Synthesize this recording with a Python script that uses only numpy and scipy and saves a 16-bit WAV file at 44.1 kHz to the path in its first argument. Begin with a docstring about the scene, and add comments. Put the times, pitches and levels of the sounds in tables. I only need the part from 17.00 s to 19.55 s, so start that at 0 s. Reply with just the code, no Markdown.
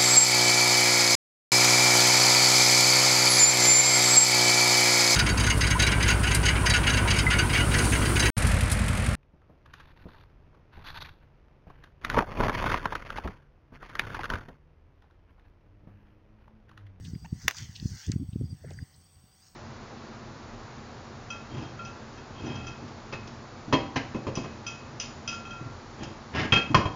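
"""Wind buffets the microphone and shoes scuff through dry grass; then, close by, a thin stick smacks
the lawn once, bounces and drags on. The impact excites the damped modes of stick and turf and
overloads the input. Friction makes blades rustle, stalks snap and a sole squeak, while turbulent
pressure gives the rumble and thumps. Far off a small bird chirps over a faint hiss of insects."""
import sys
import numpy as np
from scipy import signal
from scipy.fft import rfft, irfft
from scipy.io import wavfile
from scipy.ndimage import uniform_filter1d

SR = 44100
rng = np.random.default_rng(int(sys.argv[2]) if len(sys.argv) > 2 else 0)


def wav_record(signal):
    """Record a signal, one row per channel, as 16-bit PCM in the file named by sys.argv[1]."""
    frames = np.transpose(np.atleast_2d(signal))
    bounded = np.clip(frames, -1, 1)
    # unit amplitude maps onto the largest positive 16-bit level
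    quanta = np.round(bounded * 32767).astype(np.int16)
    wavfile.write(sys.argv[1], SR, quanta)


N = 112454
TIME = np.arange(N) / SR
CUTOFF_HZ = 16000

# impact and bounces: t/s, level/dB, level of crushed blades/dB
BLOWS = [(0.481, 1.5, -17), (0.5008, -25, -51), (0.5097, -18.5, -36), (0.5190, -37, -50)]
# modes of stick and turf: f/Hz, level/dB, T60/s
STICK_MODES = [(1040, -9.5, .005), (1877, -1.5, 0.0052), (2834, -10, 0.0081), (3490, -26, 0.02),
               (4060, -25.5, 0.01), (4700, -35, 0.012), (6050, -12, .012)]
# spectra of crushed blades and settling turf: f/Hz, relative level/dB
CRUSH_SPECTRUM = [(300, -26), (700, -15.5), (1800, -5.5), (2800, -3), (3150, -19), (3500, 11), (4300, -1.5),
                  (4700, 13), (5200, 2.5), (6000, 0.5), (7100, 8), (8000, -15.5), (10300, -19.5),
                  (12800, -13.5), (15600, -1.5)]
SETTLE_SPECTRUM = [(200, -9), (600, -1.5), (1200, -3), (2000, 1.5), (3500, -10), (6200, -5), (8500, -29.5),
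                   (13000, -22), (15500, -46)]
def stick(contact_hz=5000, rise_s=.0011):
    """Impact excitation: each blow rings damped modes, crushes blades and leaves the turf settling."""
    impulses, crush, settle = np.zeros((3, N))
    for s, db, crush_db in BLOWS:
        impulses[int(s * SR)] += from_db(db)
        crush += from_db(crush_db) * swell(s + .0012, rise_s, fall_s=.0012)
        settle += from_db(db - 29) * swell(s, rise_s, fall_s=.01)
    force = signal.sosfilt(butter(1, contact_hz), impulses)
    modes = sum((-1) ** k * from_db(db) * ring(force, hz, t60)
                for k, (hz, db, t60) in enumerate(STICK_MODES))
    port = from_db(-19) * ring(impulses, hz=15930, t60=.0092)  # the microphone opening rings too
    blades = crush * evened(noise(CRUSH_SPECTRUM), samples=40)
    turf = settle * evened(noise(SETTLE_SPECTRUM), samples=200)
    return modes + port + blades + turf


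# envelopes of blade tips (treble), stems (middle) and dry thatch (low): t/s, level/dB
TIP_LEVEL = [(0, -69), (.085, -57.5), (.14, -70), (.31, -69.5), (.37, -63.5), (.435, -51), (.47, -58.5),
             (.54, -56), (.549, -53), (.575, -46), (.635, -51.5), (.68, -59.5), (.81, -59), (.87, -50.5),
             (.94, -54), (1.0, -48.5), (1.07, -54), (1.1, -60), (1.14, -60), (1.19, -74), (1.66, -69.5),
             (1.73, -65.5), (1.79, -69.5), (2.32, -76), (2.46, -62), (2.55, -71.5)]
STEM_LEVEL = [(0, -76), (.08, -74), (.2, -76.5), (.34, -75.5), (.42, -71), (.53, -63.5), (.585, -55),
              (.64, -55.5), (.7, -68), (.81, -64), (.88, -71), (.97, -67), (1.06, -56), (1.13, -71),
              (1.19, -76.5), (2.55, -77)]
THATCH_LEVEL = [(0, -70), (.07, -67), (.2, -79), (.33, -77), (.42, -56.5), (.47, -62), (.54, -65),
                (.59, -49), (.64, -61), (.73, -67.5), (.87, -69.5), (.98, -56), (1.06, -60), (1.14, -67),
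                (1.19, -80.5), (1.6, -76), (1.69, -60.5), (1.76, -69), (1.89, -72.5), (2.0, -80.5),
                (2.3, -82.5), (2.46, -72.5), (2.55, -79.5)]
# their spectra: f/Hz, relative level/dB
TIP_SPECTRUM = [(3000, -38), (4100, -5.5), (4700, 1), (5200, -0.5), (5900, 2), (6750, -1.5), (7500, -14),
                (9400, -26), (13000, -34), (15200, -16)]
STEM_SPECTRUM = [(1500, -34), (2400, -5), (2750, -1.5), (3100, -0.5), (3500, 0.5), (4200, -16.5),
                 (5500, -20), (9000, -41)]
THATCH_SPECTRUM = [(300, -40), (600, -22), (900, -7.5), (1150, -12.5), (1600, 1.5), (2000, 4.5),
                   (2400, -15.5), (3200, -21.5), (6000, -43.5)]
def grass():
    """Comb filtering: the swish interferes with its ground echo, whose path varies as the stick moves."""
    swish = rustle(TIP_LEVEL, TIP_SPECTRUM)
    swish += rustle(STEM_LEVEL, STEM_SPECTRUM)
    swish += rustle(THATCH_LEVEL, THATCH_SPECTRUM)
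    delay_s = .00104 * np.exp(.19 * drift(rate_hz=2.5))
    echo = from_db(-7.5) * np.interp(TIME - delay_s, TIME, swish)
    return swish + echo


def rustle(envelope, spectrum, grains_per_s=4000, grain_share=.55):
    """Shot noise: tiny random clicks share the power with a smooth swish."""
    level_db, = in_time(envelope)
    size_db = 5 * np.minimum(rng.exponential(1, N), 4)
    sizes = from_db(size_db) * rng.choice([-1, 1], N)
    grains = coloured(sizes * (rng.random(N) < grains_per_s / SR), spectrum)
    mix = np.sqrt(grain_share) * grains + np.sqrt(1 - grain_share) * noise(spectrum)
    return from_db(level_db) * mix


# breaking stalks: t/s, level/dB, centre f/Hz, bandwidth/Hz, decay time/s
SNAPS = [(.0715, -48, 5000, 3990, 0.00074), (.151, -52.5, 2130, 1800, 0.0033),
         (.569, -35, 5470, 2970, 0.00086), (.584, -36, 4630, 3880, 0.0026),
         (.7635, -38, 4400, 3570, 0.00086), (.799, -36.5, 3770, 2180, 0.0016),
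         (1.0655, -36.5, 5740, 2200, 0.0011), (1.118, -27.5, 5370, 3333, 0.0013),
         (1.675, -67.5, 5960, 8860, .001), (1.706, -48.5, 5000, 4440, 0.0021),
         (1.735, -50, 6150, 1700, .002), (1.7875, -36.5, 1730, 580, 0.0012)]
def stalks():
    """Brittle fracture: each stalk gives way in an abrupt burst of noise."""
    return bursts(SNAPS, rise_s=.0004)


# shoes on turf: t/s, level/dB, centre f/Hz, bandwidth/Hz, decay time/s
SCUFFS = [(.051, -48.5, 3800, 3240, 0.0098), (.548, -49, 1200, 1010, 0.0062),
          (.547, -49.5, 5840, 1800, 0.0054), (.756, -43.5, 3900, 3320, 0.014),
          (1.121, -46, 2000, 1470, 0.0078), (1.331, -56, 3230, 1290, 0.0058),
          (1.643, -41, 465, 300, 0.0064), (1.647, -58.5, 1730, 599, 0.015), (1.707, -45.5, 436, 480, 0.012),
          (1.712, -57, 1990, 1800, 0.0086), (1.942, -61.5, 4550, 1410, 0.012)]
def shoes():
    """Sliding friction: each scuff is a burst of noise with a softer onset."""
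    return bursts(SCUFFS, rise_s=.003)


# course of the squeak: t/s, f/Hz, level/dB
SQUEAK = [(.242, 740, -70), (.247, 755, -37), (.253, 938, -40), (.261, 868, -35.5), (.266, 755, -67)]
# its partials: harmonic number, relative level/dB
SQUEAK_PARTIALS = [(1, -9.5), (2, -16), (3, -16.5), (5, -25), (7, -21)]
def squeak(jitter=.055):
    """Stick-slip oscillation: a sole grips and slides unevenly, giving a brief rough tone."""
    hz, db = in_time(SQUEAK)
    phase = phase_of(hz * (1 + jitter * drift(rate_hz=350)))
    tone = sum(from_db(partial_db) * np.sin(k * phase) for k, partial_db in SQUEAK_PARTIALS)
    return from_db(db) * tone


# envelope of the rumble: t/s, level/dB
WIND_LEVEL = [(0, -42.5), (.15, -42), (.2, -54), (.24, -40.5), (.3, -55.5), (.35, -41), (.42, -58.5),
              (.455, -34), (.52, -67.5), (.63, -38.5), (.67, -51), (.78, -52.5), (.83, -38.5), (.89, -46.5),
              (.94, -37), (1.0, -63.5), (1.055, -67), (1.085, -26.5), (1.15, -44.5), (1.23, -36),
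              (1.31, -56.5), (1.42, -29.5), (1.48, -46), (1.53, -37), (1.59, -62), (1.64, -42.5),
              (1.76, -43.5), (1.825, -43), (1.86, -66), (1.99, -58), (2.1, -65), (2.18, -58.5),
              (2.32, -67.5), (2.55, -65.5)]
# spectra of rumble and flutter: f/Hz, relative level/dB
RUMBLE_SPECTRUM = [(20, -40.5), (45, -7.5), (80, 5.5), (130, 3.5), (200, -11), (300, -27), (500, -34),
                   (900, -84.5)]
FLUTTER_SPECTRUM = [(80, -14.5), (170, 6.5), (260, -1.5), (360, -13.5), (520, -26.5), (900, -67.5)]
# strong eddies: t/s, peak level/dB, bandwidth/Hz
EDDIES = [(0.0829, -29, 99), (0.1358, -25, 139), (.161, -26, 127), (0.3294, -19, 133), (0.626, -37.5, 82),
          (0.6963, -33, 83), (0.828, -26.5, 109.8), (0.8581, -16.5, 130), (0.9195, -32.5, 97),
          (1.0854, -24.5, 112), (1.0986, -20, 190), (1.139, -23.5, 120), (1.1625, -16, 143),
          (1.2, -27, 163), (1.2917, -26, 78.7), (1.334, -28.5, 108), (1.3607, -19, 197), (1.4124, -23, 332),
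          (1.4238, -26.5, 96.8), (1.4431, -27, 108.4), (1.456, -30.5, 87), (1.529, -33.5, 146.7),
          (1.8278, -27.5, 102), (1.987, -47.5, 54), (2.17, -46.5, 57), (2.242, -46, 110)]
def wind(strong_db=-35, flutter_growth=1.31):
    """Turbulence at the microphone: flutter grows faster than rumble, and single eddies thump."""
    db, = in_time(WIND_LEVEL)
    rumble = from_db(db) * evened(noise(RUMBLE_SPECTRUM), samples=700)
    flutter = from_db(-44.5 + flutter_growth * (db - strong_db)) * noise(FLUTTER_SPECTRUM)
    thumps = sum(from_db(peak_db) * eddy(s, hz) for s, peak_db, hz in EDDIES)
    return rumble + flutter + thumps


def eddy(s, width_hz, low_hz=85, high_hz=508, rebound_hz=55):
    """Low pressure in a vortex: a band-limited dip at time s and its rebound; peak 1."""
    t = np.arange(-SR // 20, SR // 20) / SR
    dip = -1 / np.cosh(2 * np.pi * width_hz * t)
    dip = signal.sosfiltfilt(butter(2, low_hz, "high"), dip)
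    dip = signal.sosfilt(butter(1, rebound_hz, "high"), dip)
    dip = signal.sosfiltfilt(butter(3, high_hz), dip)
    return np.interp(TIME - s, t, dip / np.abs(dip).max(), left=0, right=0)


def hoot():
    """Flow excitation: one gust across the microphone opening sounds a narrow band."""
    return burst(s=1.212, db=-30.5, hz=252, width_hz=89, fall_s=.0084, rise_s=.0084)


# calls of a far bird: t/s, level/dB, f/Hz at the peak
CHIRPS = [(.15, -56.5, 4870), (.19, -63, 4800), (0.229, -59, 4800), (0.304, -63, 4570), (1.46, -59, 4850),
          (1.512, -54, 4770), (1.777, -57, 4730), (1.821, -54.5, 4830), (2.07, -67.5, 4750),
          (2.28, -70, 4650), (2.33, -65, 4860), (2.43, -59.5, 4780)]
def bird(half_length_s=.015, sag_hz_per_s=4100, warble_hz=46):
    """Frequency modulation: each chirp is a falling, warbling sine under a Gaussian envelope."""
    out = np.zeros(N)
    warble = warble_hz * drift(rate_hz=220)
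    for s, db, hz in CHIRPS:
        pitch = hz - sag_hz_per_s * (TIME - s) + warble
        envelope = np.exp(-((TIME - s) / half_length_s) ** 2)
        out += from_db(db) * envelope * np.sin(phase_of(pitch))
    return out


# still air over the field: f/Hz, relative level/dB
AIR_SPECTRUM = [(30, 9), (90, 0), (200, 6.5), (500, -1.5), (1200, -1.5), (1900, -15.5), (3000, -19),
                (4100, -17.5), (4700, 5), (5100, -57), (5600, 6.5), (6100, -74), (6900, -13), (7400, -46),
                (9200, -19), (13300, -31.5), (14500, -6.5), (15800, -7)]
def air():
    """Stationary noise: the quiet ambient floor of the field."""
    return from_db(-66) * noise(AIR_SPECTRUM)


# hiss of distant insects: f/Hz, relative level/dB
INSECT_SPECTRUM = [(7000, -38), (7650, -3.5), (7950, 4.5), (8250, 4), (8620, 12.5), (8950, -12.5),
                   (9400, -65)]
# their two notes: f/Hz, level/dB
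INSECT_NOTES = [(7980, -72.5), (8590, -77.5)]
# swell of the higher note: t/s, gain/dB
INSECT_SWELL = [(0, -9.5), (1.5, -14.5), (1.8, 6), (2.2, 6), (2.55, 3.5)]
def insects(hiss_throb_db=5, note_throb_db=1, waver_hz=91.2):
    """Random modulation: a band of hiss and two wavering notes throb, the higher note swelling."""
    out = from_db(-75 + hiss_throb_db * drift(rate_hz=25)) * noise(INSECT_SPECTRUM)
    for (hz, db), swell_db in zip(INSECT_NOTES, [0, *in_time(INSECT_SWELL)]):
        phase = phase_of(hz + waver_hz * drift(rate_hz=127.4))
        out += from_db(db + swell_db + note_throb_db * drift(rate_hz=42)) * np.sin(phase)
    return out


def from_db(db):
    """Amplitude ratio of a level in decibels."""
    return 10 ** (np.asarray(db) / 20)


def rms_one(x):
    """Normalisation to unit rms."""
    return x / np.sqrt(np.mean(x ** 2) + 1e-20)


def phase_of(hz):
    """Phase as the time integral of frequency."""
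    return 2 * np.pi * np.cumsum(hz) / SR


def butter(order, hz, kind="low"):
    """Maximally flat filter, in second-order sections."""
    return signal.butter(order, hz, kind, fs=SR, output="sos")


def in_time(rows):
    """Linear interpolation of each column at every sample."""
    s, *columns = np.transpose(rows)
    return [np.interp(TIME, s, column) for column in columns]


def coloured(x, spectrum):
    """Spectral shaping along a logarithmic frequency axis; rms 1."""
    hz, db = np.transpose(spectrum)
    bin_hz = np.maximum(np.arange(N // 2 + 1) * SR / N, 1)
    gain = from_db(np.interp(np.log(bin_hz), np.log(hz), db))
    return rms_one(irfft(rfft(x) * gain, N))


def noise(spectrum):
    """Gaussian noise of a given spectral shape; rms 1."""
    return coloured(rng.standard_normal(N), spectrum)


def evened(x, samples):
    """Envelope flattening: division by the running rms."""
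    return x / np.sqrt(np.abs(uniform_filter1d(x ** 2, samples)) + 1e-12)


def drift(rate_hz):
    """Random fluctuation: low-passed noise; rms 1."""
    return rms_one(signal.sosfilt(butter(2, rate_hz), rng.standard_normal(N)))


def swell(s, rise_s, fall_s):
    """Exponential growth to 1 at time s, then exponential decay."""
    return np.exp(-np.maximum((s - TIME) / rise_s, (TIME - s) / fall_s).clip(0, 40))


def ring(force, hz, t60):
    """Damped oscillator: a unit impulse starts a decaying sine of amplitude 1."""
    radius = np.exp(-np.log(1000) / (t60 * SR))
    angle = 2 * np.pi * hz / SR
    return signal.lfilter([0, np.sin(angle)], [1, -2 * radius * np.cos(angle), radius ** 2], force + 1e-18)


def burst(s, db, hz, width_hz, fall_s, rise_s):
    """Transient excitation: a pulse of noise rings in one band."""
    low_hz = np.hypot(hz, width_hz / 2) - width_hz / 2
    band = butter(4, [low_hz, min(low_hz + width_hz, CUTOFF_HZ)], "band")
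    envelope = swell(s, rise_s, fall_s)
    pulse = signal.sosfilt(band, envelope * rng.standard_normal(N))
    return from_db(db) * np.sqrt(np.mean(envelope ** 2)) * rms_one(pulse)


def bursts(rows, rise_s):
    """Superposition of one burst for each row."""
    return sum(burst(*row, rise_s) for row in rows)


def scene():
    """Superposition: all sources add at one microphone in the open."""
    near = stick() + grass() + stalks() + shoes() + squeak() + wind() + hoot()
    far = bird() + air() + insects()
    return (near + far)[None]


def record(dry, ceiling=.39, hardness=4, low_cut_hz=23.7):
    """Saturation and band limiting: the smack overloads the input; deepest bass and top are cut."""
    clipped = dry / (1 + np.abs(dry / ceiling) ** hardness) ** (1 / hardness)
    trimmed = signal.sosfiltfilt(butter(2, low_cut_hz, "high"), clipped)
    return signal.sosfilt(signal.cheby2(16, 60, CUTOFF_HZ + 600, fs=SR, output="sos"), trimmed)


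dry = scene()
out = record(dry)
wav_record(out)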